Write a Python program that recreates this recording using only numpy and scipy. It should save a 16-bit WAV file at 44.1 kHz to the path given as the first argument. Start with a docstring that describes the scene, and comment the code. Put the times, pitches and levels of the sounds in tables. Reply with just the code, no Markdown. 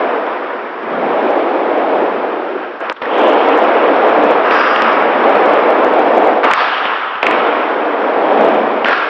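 """First, a low drumming on plywood: a skateboard rolls back and forth on a ramp in a bare hall, over a faint far wash.
Rough jolts drive the resonances of sheets, deck and trucks; one far sheet hums. Clacks are snaps, sagging rings and thuds.
Axles scrape the steel coping at the turns, exciting its modes, and each scrape dies away in the hall; wheels slap down
flat and bright rough hiss swells near 3 kHz. The level jumps or dips briefly three times.
A small, thin, overloaded microphone limits and clips it all."""
import sys
import numpy as np
from scipy import signal
from scipy.fft import rfft, irfft, next_fast_len
from scipy.io import wavfile
from scipy.ndimage import uniform_filter1d, minimum_filter1d, map_coordinates

SR = 44100
rng = np.random.default_rng(int(sys.argv[2]) if len(sys.argv) > 2 else 0)


def amplitude_ratio(level_db):
    """Convert a level in decibels to the matching linear amplitude (field) ratio."""
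    exponent = np.asarray(level_db, float) / 20
    return 10 ** exponent


def dump_mix(stems):
    """Bounce the given channels to the path in sys.argv[1] as a 16-bit WAV at rate SR."""
    frames = np.atleast_2d(stems).T  # one column per channel
    limited = np.clip(frames, -1, 1)  # hard clip at full scale
    pcm = np.round(limited * 32767).astype(np.int16)
    wavfile.write(sys.argv[1], SR, pcm)


N = 400869  # length [samples]


def unit(x):
    """Scale to rms 1."""
    return x / np.sqrt(np.mean(x ** 2) + 1e-20)


def along(points, hz):
    """(frequency [Hz], value) points read on a log axis."""
    f, v = np.transpose(points)
    return np.interp(np.log(hz + 1), np.log(f + 1), v)


def curve(rows):
    """(time [s], value) rows joined by straight lines, one value per sample."""
    s, v = np.transpose(rows)
    return np.interp(np.arange(N) / SR, np.maximum.accumulate(s), v)


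def swells(rows, width_s):
    """A bell-shaped rise in dB around each (time [s], level [dB]) row."""
    return sum(db * np.exp(-((np.arange(N) / SR - s) / width_s) ** 2) for s, db in rows)


def rise_hold_fade(s, length, fade_db_per_s, attack_s=.002):
    """Gain that rises quickly, holds, then fades steadily in dB."""
    t = np.arange(N) / SR - s
    return np.clip(t / attack_s, 0, 1) * amplitude_ratio(-fade_db_per_s * np.clip(t - length, 0, None))


def filtered(x, response):
    """x times a complex response of frequency."""
    m = next_fast_len(N + SR // 2)
    return irfft(rfft(x, m) * response(np.fft.rfftfreq(m, 1 / SR)), m)[:N]


def causal(points):
    """Minimum-phase response with the gain of (Hz, dB) points: nothing sounds before its blow."""
    def response(hz):
        cepstrum = irfft(np.log(amplitude_ratio(along(points, hz))))
        cepstrum[1:len(hz) - 1] *= 2
        cepstrum[len(hz):] = 0
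        return np.exp(rfft(cepstrum))
    return response


def modes(table):
    """Causal response of a set of resonances, neighbours in opposite sign."""
    def response(f):
        return sum((-1) ** k * amplitude_ratio(db) * 1j * f * w / (c * c - f * f + 1j * f * w)
                   for k, (c, w, db) in enumerate(table))
    return response


def bumps(spread_db, patchy_db):
    """Tiny jolts from a rough surface: noise with uneven sizes, blurred by smoother and rougher patches."""
    size = map_coordinates(rng.standard_normal(N // 100 + 4), [np.arange(N) / 100])
    z = signal.stft(rng.standard_normal(N) * amplitude_ratio(spread_db * size), nperseg=512)[2]
    field = uniform_filter1d(rng.standard_normal(z.shape), 4, 0)
    field = uniform_filter1d(field, 10, 1)
    return signal.istft(z * amplitude_ratio(patchy_db * unit(field)), nperseg=512)[1][:N]


# strength of the low drumming; from 6.56 to 7.22 s mostly the hall dying away: (time [s], strength [dB])
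ROLL = [(0, -14), (.3, -19), (.76, -28), (.95, -18), (1.2, -12.5), (1.65, -14.5), (1.95, -13), (2.3, -17),
        (2.55, -23.5), (2.7, -26.5), (2.8, -30), (2.92, -33), (3.02, -22), (3.11, -15.5), (3.22, -9),
        (3.8, -10.5), (4.3, -10), (4.45, -13), (4.63, -16), (4.86, -13), (5.05, -12.5), (5.3, -9),
        (5.6, -11), (5.97, -10), (6.3, -9), (6.42, -14.5), (6.437, -17), (6.441, -10.5), (6.53, -23),
        (6.56, -28.5), (6.63, -22), (6.72, -25.5), (6.95, -26), (7.222, -33.5), (7.232, -20.5),
        (7.32, -13.5), (7.6, -15), (7.9, -15.5), (8.15, -13), (8.4, -8), (8.62, -12), (8.84, -16.5),
        (9.09, -23)]
# how freely deck and trucks rattle under the rider's weight: (time [s], looseness [dB])
LOOSE = [(0, -0.5), (.75, 1), (1.2, -2.5), (2.3, -3), (2.6, -3), (2.8, -5), (3.0, 1.5), (3.25, -1),
         (3.5, 1.5), (4.4, 1.5), (4.65, 3.5), (4.86, 6), (5.05, 1.5), (5.6, 2), (6.0, -1), (6.4, -2),
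         (6.6, -0.5), (6.9, 7.5), (7.3, 5), (7.9, 0), (8.3, -2.5), (8.8, -1), (8.9, -3.5), (9.09, -1)]
# low boom swells over the hollow under the curved sheets, at 7.27 s under the landing thud: (time [s], extra boom [dB])
HOLLOWS = [(.95, 17), (2.1, 7.6), (4.3, 7), (5.0, 6.5), (5.4, 5.9), (6.2, 2), (7.27, 4.7), (8.58, 12)]
# resonances of that space, passed through twice: (frequency [Hz], width per pass [Hz], level per pass [dB])
HOLLOW = [(153, 54, 3.5), (246, 74, 5)]
# resonances of the plywood sheets: (frequency [Hz], width [Hz], level [dB])
SHEETS = [(294, 69, -6), (472.4, 105.4, 0), (645, 129, 1.5), (758.5, 169.5, 1), (952, 403, -7.5)]
# resonances of deck and trucks: (frequency [Hz], width [Hz], level [dB])
DECK = [(1013, 330, 3), (1402, 436, 8), (1599, 557, 6), (2050, 620, -5.5)]
# colour of the tread on the wood grain: (frequency [Hz], level [dB])
TREAD = [(1000, -36), (1800, -14), (2200, 7), (2600, 3.5), (3000, -0.5), (3500, -4.5), (3900, -5.5),
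         (4600, -6.5), (5400, -3.5), (6500, -20.5), (9000, -32.5)]
FULL_DB = -10  # strength at full speed
# layers at full speed [dB], and dB gained per dB of strength or looseness
RATTLE_DB, RATTLE_GROWS = -18, 0.51
HISS_DB, HISS_GROWS, HISS_LOOSE = -27, 0.65, 1
BOOM_DB, BOOM_GROWS = -35.5, 1


def wheels():
    """Jolts drum the sheets and the hollow, rattle the deck and hiss under the tread; scrapes add rattle and rasp."""
    drum_db, loose_db = curve(ROLL), curve(LOOSE)
    under_db = drum_db - FULL_DB
    shaken, rasped = scrape_powers()
    rattle_gain = np.sqrt(amplitude_ratio(RATTLE_DB + RATTLE_GROWS * under_db + loose_db) ** 2 + shaken)
    hiss_db = HISS_DB + HISS_GROWS * under_db + HISS_LOOSE * loose_db
    hiss_gain = np.sqrt(amplitude_ratio(hiss_db) ** 2 + rasped)
    boom_db = BOOM_DB + BOOM_GROWS * under_db + swells(HOLLOWS, width_s=0.27)
    drum = unit(filtered(bumps(spread_db=0.7, patchy_db=0.5), modes(SHEETS)))
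    rattle = unit(filtered(bumps(spread_db=0.0, patchy_db=0.6), modes(DECK)))
    hiss = unit(filtered(bumps(spread_db=-1.4, patchy_db=1.5), lambda hz: amplitude_ratio(along(TREAD, hz))))
    boom = unit(filtered(bumps(spread_db=-2.0, patchy_db=1.0), lambda hz: modes(HOLLOW)(hz) ** 2))
    return amplitude_ratio(drum_db) * drum + rattle_gain * rattle + hiss_gain * hiss + amplitude_ratio(boom_db) * boom


# colour of the steady far wash in the hall: (frequency [Hz], level [dB])
WASH = [(200, 1), (1000, 10), (3000, -4.5), (4500, 0), (5600, 0), (7000, -10.5)]
WASH_DB = -37


def far_wash():
    """Steady noise coloured like a distant wash."""
    return amplitude_ratio(WASH_DB) * unit(filtered(rng.standard_normal(N), lambda hz: amplitude_ratio(along(WASH, hz))))


# note of one far sheet: (frequency [Hz], width [Hz], level [dB])
HUM = [(361.4, 50, 0)]
# how hard that sheet is driven: (time [s], level [dB])
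HUMMING = [(0, -33), (.9, -30), (1.3, -21.5), (1.8, -24.5), (2.05, -23.5), (2.3, -29.5), (2.58, -23),
           (2.75, -40.5), (2.9, -48.5), (9.09, -52.5)]


def hum():
    """A narrow resonance kept alive by the rolling, modelled as filtered noise."""
    return amplitude_ratio(curve(HUMMING)) * unit(filtered(rng.standard_normal(N), modes(HUM)))


# clacks of the board and, from 8.857 s, judder of the axle on the coping:
# (time [s], ring [dB], nominal ring pitch [Hz], snap [dB], thud [dB])
CLACKS = [(0.83, -21, 1980, -34, -23.5), (2.8983, -18.5, 2640, -5.5, -16.5), (3.019, -14.5, 2900, -40, -13),
          (3.036, -15.5, 2130, -17.5, -19.5), (3.056, -9, 2050, -15, -26), (4.437, -21, 2260, -16, -14.5),
          (4.509, -3.5, 2970, -11.5, -1), (4.759, -4, 3380, -20.5, -17.5), (4.8213, -11, 2880, 2.5, -2.5),
          (6.4398, -8.5, 2640, -11.5, -7), (6.5121, 1.5, 1670, -7.5, -15.5),
          (6.5147, -6.5, 3400, -15.5, -23), (6.536, 3.5, 2450, 10.5, -18.5), (6.581, -10, 2194, -22, -34),
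          (6.606, -5.5, 1960, -8.5, -24.5), (6.853, -8.5, 3000, -28.5, -37), (7.154, -16, 1756, -35, -27),
          (7.2285, 1.5, 2900, -12, -2), (7.241, -15.5, 2900, -24.5, -10.5),
          (7.245, -9.5, 2020, -14.5, -7.5), (7.2663, 6.5, 2800, -2, -15.5), (7.285, -18, 2180, -27, -6.5),
          (7.3107, 0.5, 2170, -2.5, -8.5), (8.8455, 0.5, 3090, -5.5, -13), (8.8573, -4, 1990, -18, -23),
          (8.884, -5.5, 2300, -10, -9), (8.895, -7.5, 2000, -15.5, -6), (8.91, -8, 1900, -11, -23),
          (8.928, -2.5, 1960, -17.5, -22), (8.978, -7, 2020, -10, -18)]
# every snap leaves a brief bright ping of the trucks; its level is over the snap
PING_HZ, PING_T60_S, PING_DB = 5100, 0.0029, -2.5
# ring of a blow whose snap equals it; dB of length lost per dB of snap over ring
RING_T60_S, SHARP_SHORTENS = .014, .35
RING_ATTACK_S = .0008


def clacks():
    """Each blow is a sharp snap, a rough ring whose pitch sags as contact spreads, and a thud of the sheets."""
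    rings, snaps = np.zeros(N + SR), np.zeros(N + SR)
    t = np.arange(SR // 10) / SR
    u = t / .00007
    snap = u * (2 - u) * np.exp(-u)
    ping = amplitude_ratio(PING_DB - 60 * t / PING_T60_S) * np.sin(2 * np.pi * PING_HZ * t)
    snap = snap / snap.max() + ping
    thud = filtered(np.ones(1), modes(SHEETS))[:len(t)]
    thud = thud / thud.max()
    for s, ring_db, hz, snap_db, thud_db in CLACKS:
        t60 = RING_T60_S * amplitude_ratio(SHARP_SHORTENS * (ring_db - snap_db))
        # cycles: the pitch falls from 1.058 to 0.458 of nominal
        cycles = hz * (0.458 * t + .6 * .004 * (1 - np.exp(-t / 0.004)))
        rough = .3 * np.convolve(rng.standard_normal(len(t)), np.hanning(11), 'same')
        rough = rough * np.clip(t60 / 0.021, 0, 2)  # long contacts rattle
        envelope = amplitude_ratio(ring_db - 60 * t / t60) * (1 - np.exp(-t / RING_ATTACK_S))
        ring = envelope * (np.sin(2 * np.pi * cycles) + rough)
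        start = round(s * SR)
        rings[start:][:len(t)] += ring + amplitude_ratio(thud_db) * thud
        snaps[start:][:len(t)] += amplitude_ratio(snap_db) * snap
    return rings[:N], snaps[:N]


# how long the bare hall rings: (frequency [Hz], t60 [s])
HALL = [(200, 0.85), (1200, 1.5), (5000, 0.91)]


def hall(x):
    """The hall's answer is noise in which each frequency dies at its own speed, 400 samples late."""
    hz, t, z = signal.stft(rng.standard_normal(SR), SR, nperseg=256)
    decay = amplitude_ratio(-60 * t / along(HALL, hz)[:, None])
    tail = signal.istft(z * decay, SR, nperseg=256)[1]
    return signal.fftconvolve(np.pad(x, (400, 0)), tail / np.linalg.norm(tail))[:N]


# steel coping, groups of low, middle and high modes: (frequency [Hz], width [Hz], level [dB])
COPING = [
    [(744, 91, -3), (1259, 130, 1), (2280, 90, -12), (2800, 120, -11.5)],
    [(1372, 65, 2), (1626, 83, 0), (2500, 98, -11), (3010, 190, -17.5)],
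    [(4750, 70, 2.5), (5000, 300, -1), (5700, 200, -4)],
]
# axles on the coping: (time [s], length [s], strength [dB], middle over low ring [dB],
# high ring over scrape hiss [dB], treble level [dB])
GRIND = [(2.471, 0.16, -30.5, 15, -15, -13), (4.448, 0.062, -19, -0.5, -6, -3),
         (4.514, 0.15, -18, -3, 5, 6), (6.431, 0.066, -14.5, -24, -27, -3),
         (6.542, 0.08, -19.5, 12.5, -14, 9), (8.854, 0.07, -14.5, 12, -19, 3.5)]
# after each scrape, body and treble die away in the hall at these rates
GRIND_FADE_DB_PER_S, TREBLE_FADE_DB_PER_S = 22.5, 41
# offset of the treble level, rattle shaken out of the deck and rasp on the wood, over the scrape's strength
TREBLE_DB, SHAKE_DB, RASP_DB = -11.5, 2, -12
CLEAN_DB = 9  # a middle ring this far ahead means a clean slide: half the power shakes the deck
HIGH_DB = 3  # the high ring carries further than the hiss


def scrape_powers():
    """Power the scrapes pass to the deck's rattle and to the rasp on the wood."""
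    shaken, rasped = 0, 0
    for s, length, db, middle_db, high_db, _ in GRIND:
        gain = amplitude_ratio(db) * rise_hold_fade(s, length, GRIND_FADE_DB_PER_S)
        shaken = shaken + (amplitude_ratio(SHAKE_DB) * gain) ** 2 / (1 + amplitude_ratio(middle_db - CLEAN_DB) ** 2)
        rasped = rasped + (amplitude_ratio(RASP_DB) * gain) ** 2 / (1 + amplitude_ratio(high_db) ** 2)
    return shaken, rasped


def blend(a, b, db):
    """Mix with b this many dB over a, power held."""
    return (a + amplitude_ratio(db) * b) / np.sqrt(1 + amplitude_ratio(db) ** 2)


def grind():
    """Scraping hisses and excites the steel pipe; where the axle touches decides which modes lead."""
    grit = bumps(spread_db=2.2, patchy_db=1.0)
    low, middle = [unit(filtered(grit, modes(group))) for group in COPING[:2]]
    # the high ring has no body: cut below 4550 Hz
    high = unit(filtered(grit, lambda hz: modes(COPING[2])(hz) / (1 + (4550 / (hz + 1)) ** 24)))
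    rub = bumps(spread_db=1.0, patchy_db=.7)
    hiss = unit(filtered(rub, lambda hz: 1 / (1 + (3500 / (hz + 1)) ** 6) / (1 + (hz / 5700) ** 8)))
    total = np.zeros(N)
    for s, length, db, middle_db, high_db, treble_db in GRIND:
        body = rise_hold_fade(s, length, GRIND_FADE_DB_PER_S) * blend(low, middle, middle_db)
        treble = rise_hold_fade(s, length, TREBLE_FADE_DB_PER_S) * blend(hiss, amplitude_ratio(HIGH_DB) * high, high_db)
        total += amplitude_ratio(db) * (body + amplitude_ratio(TREBLE_DB + treble_db) * treble)
    return total


# the level of everything but the wash jumps or dips briefly: (time [s], hold [s], recovery [s], level [dB])
DIPS = [(2.8055, .119, .002, 8), (2.927, .088, .002, -12), (6.543, .008, .04, -3.5)]


def level_steps():
    """Brief level changes in dB, each entered over a short edge."""
    edge_s = .001
    return sum(curve([(s - edge_s, 0), (s, db), (s + hold, db), (s + hold + back, 0)])
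               for s, hold, back, db in DIPS)


# wheels slap down flat: (time [s], length [s], level [dB])
SLAPS = [(2.963, 0.0072, -20.5), (3.015, 0.0019, -27), (6.4387, 0.01, -17)]
# colour of the slaps: (frequency [Hz], width [Hz], level [dB])
SLAP = [(1400, 560, 0.0046), (2900, 1400, 0.01)]
SLAP_FADE_DB_PER_S = 1500


def slaps():
    """Each slap is a short burst of rough contact."""
    gain = sum(amplitude_ratio(db) * rise_hold_fade(s, length, SLAP_FADE_DB_PER_S, attack_s=.0008)
               for s, length, db in SLAPS)
    return gain * unit(filtered(rng.standard_normal(N), modes(SLAP)))


# swells of bright rough hiss near 3 kHz: (onset time [s], drive before the envelope [dB])
BRIGHT_SWELLS = [(3.08, -20.5), (4.8, -36.5), (6.56, -19.5), (7.2, -26), (8.2, -29.5)]
# resonance of that hiss, passed through twice: (frequency [Hz], width per pass [Hz], level per pass [dB])
BRIGHT = [(2970, 1000, 0)]
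BRIGHT_RISE_S, BRIGHT_FADE_S = 0.22, 0.23


def bright_swells():
    """Each swell is resonant rough noise that builds up and dies away."""
    t = np.clip(np.arange(N) / SR - np.array(BRIGHT_SWELLS)[:, :1], 0, None)
    envelopes = (1 - np.exp(-t / BRIGHT_RISE_S)) * np.exp(-t / BRIGHT_FADE_S) * 2
    gain = amplitude_ratio(np.array(BRIGHT_SWELLS)[:, 1]) @ envelopes
    return gain * unit(filtered(bumps(spread_db=2.5, patchy_db=1.8), lambda hz: modes(BRIGHT)(hz) ** 2))


def scene():
    """All sources together; only the clacks pass through hall(), their snaps more faintly."""
    body, snaps = clacks()
    echo = hall(amplitude_ratio(-6) * body + amplitude_ratio(-18.0) * snaps)
    board = wheels() + hum() + body + snaps + echo + grind() + slaps() + bright_swells()
    return (far_wash() + amplitude_ratio(level_steps()) * board)[None]


def top_cut(x):
    """Nothing passes above the cut-off."""
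    return signal.sosfilt(signal.butter(12, 16000, fs=SR, output="sos"), x)


# response of the thin microphone: (frequency [Hz], level [dB])
MIC = [(20, -31), (100, -16), (160, -11), (220, 0.5), (300, 0.5), (2500, -1.5), (3200, -2.5), (3650, -5),
       (3950, -10.5), (5600, -21), (6100, -27.5), (6600, -34.5), (7500, -36), (20000, -69.5)]
# overload ceiling before it wavers, lower at first: (until time [s], amplitude [full scale])
CEILING = [(2.805, .73), (9.1, 1.0)]
# faint dry ticks where the level jumps: (time [s], level [dB])
TICKS = [(2.8045, -21), (2.927, -16)]
BAND_HZ = 8200
KNEE = 60  # how abruptly the ceiling is met
WAVER_DB, WAVER_PER_S = .55, 25  # the ceiling wavers at random
LIMIT_SHARE, LIMIT_S = .35, .0015  # a limiter takes back this share of each overshoot in dB, over this time


def record(dry):
    """Thin microphone over a faint low noise floor, limited, overloaded, narrow band, clipped at full scale."""
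    x = filtered(dry[0], causal(MIC))
    x += amplitude_ratio(-74) * unit(filtered(rng.standard_normal(N), lambda hz: 1 / (1 + (hz / 130) ** 4)))
    until, top = np.transpose(CEILING)
    top = top[np.searchsorted(until, np.arange(N) / SR)]
    waver = map_coordinates(rng.standard_normal(N * WAVER_PER_S // SR + 4), [np.arange(N) * WAVER_PER_S / SR])
    top = top * amplitude_ratio(WAVER_DB * waver)
    hold = round(LIMIT_S * SR)
    limit = np.maximum(np.abs(x) / top, 1) ** -LIMIT_SHARE
    x = x * uniform_filter1d(minimum_filter1d(limit, 2 * hold), hold)
    x = x / (1 + np.abs(x / top) ** KNEE) ** (1 / KNEE)
    for s, db in TICKS:
        x[round(s * SR)] += amplitude_ratio(db)
    x = filtered(x, lambda hz: 1 / (1 + (hz / BAND_HZ) ** 40))
    finished = np.clip(x, -1, 1)[None]
    return top_cut(finished)


dry = scene()
out = record(dry)
dump_mix(out)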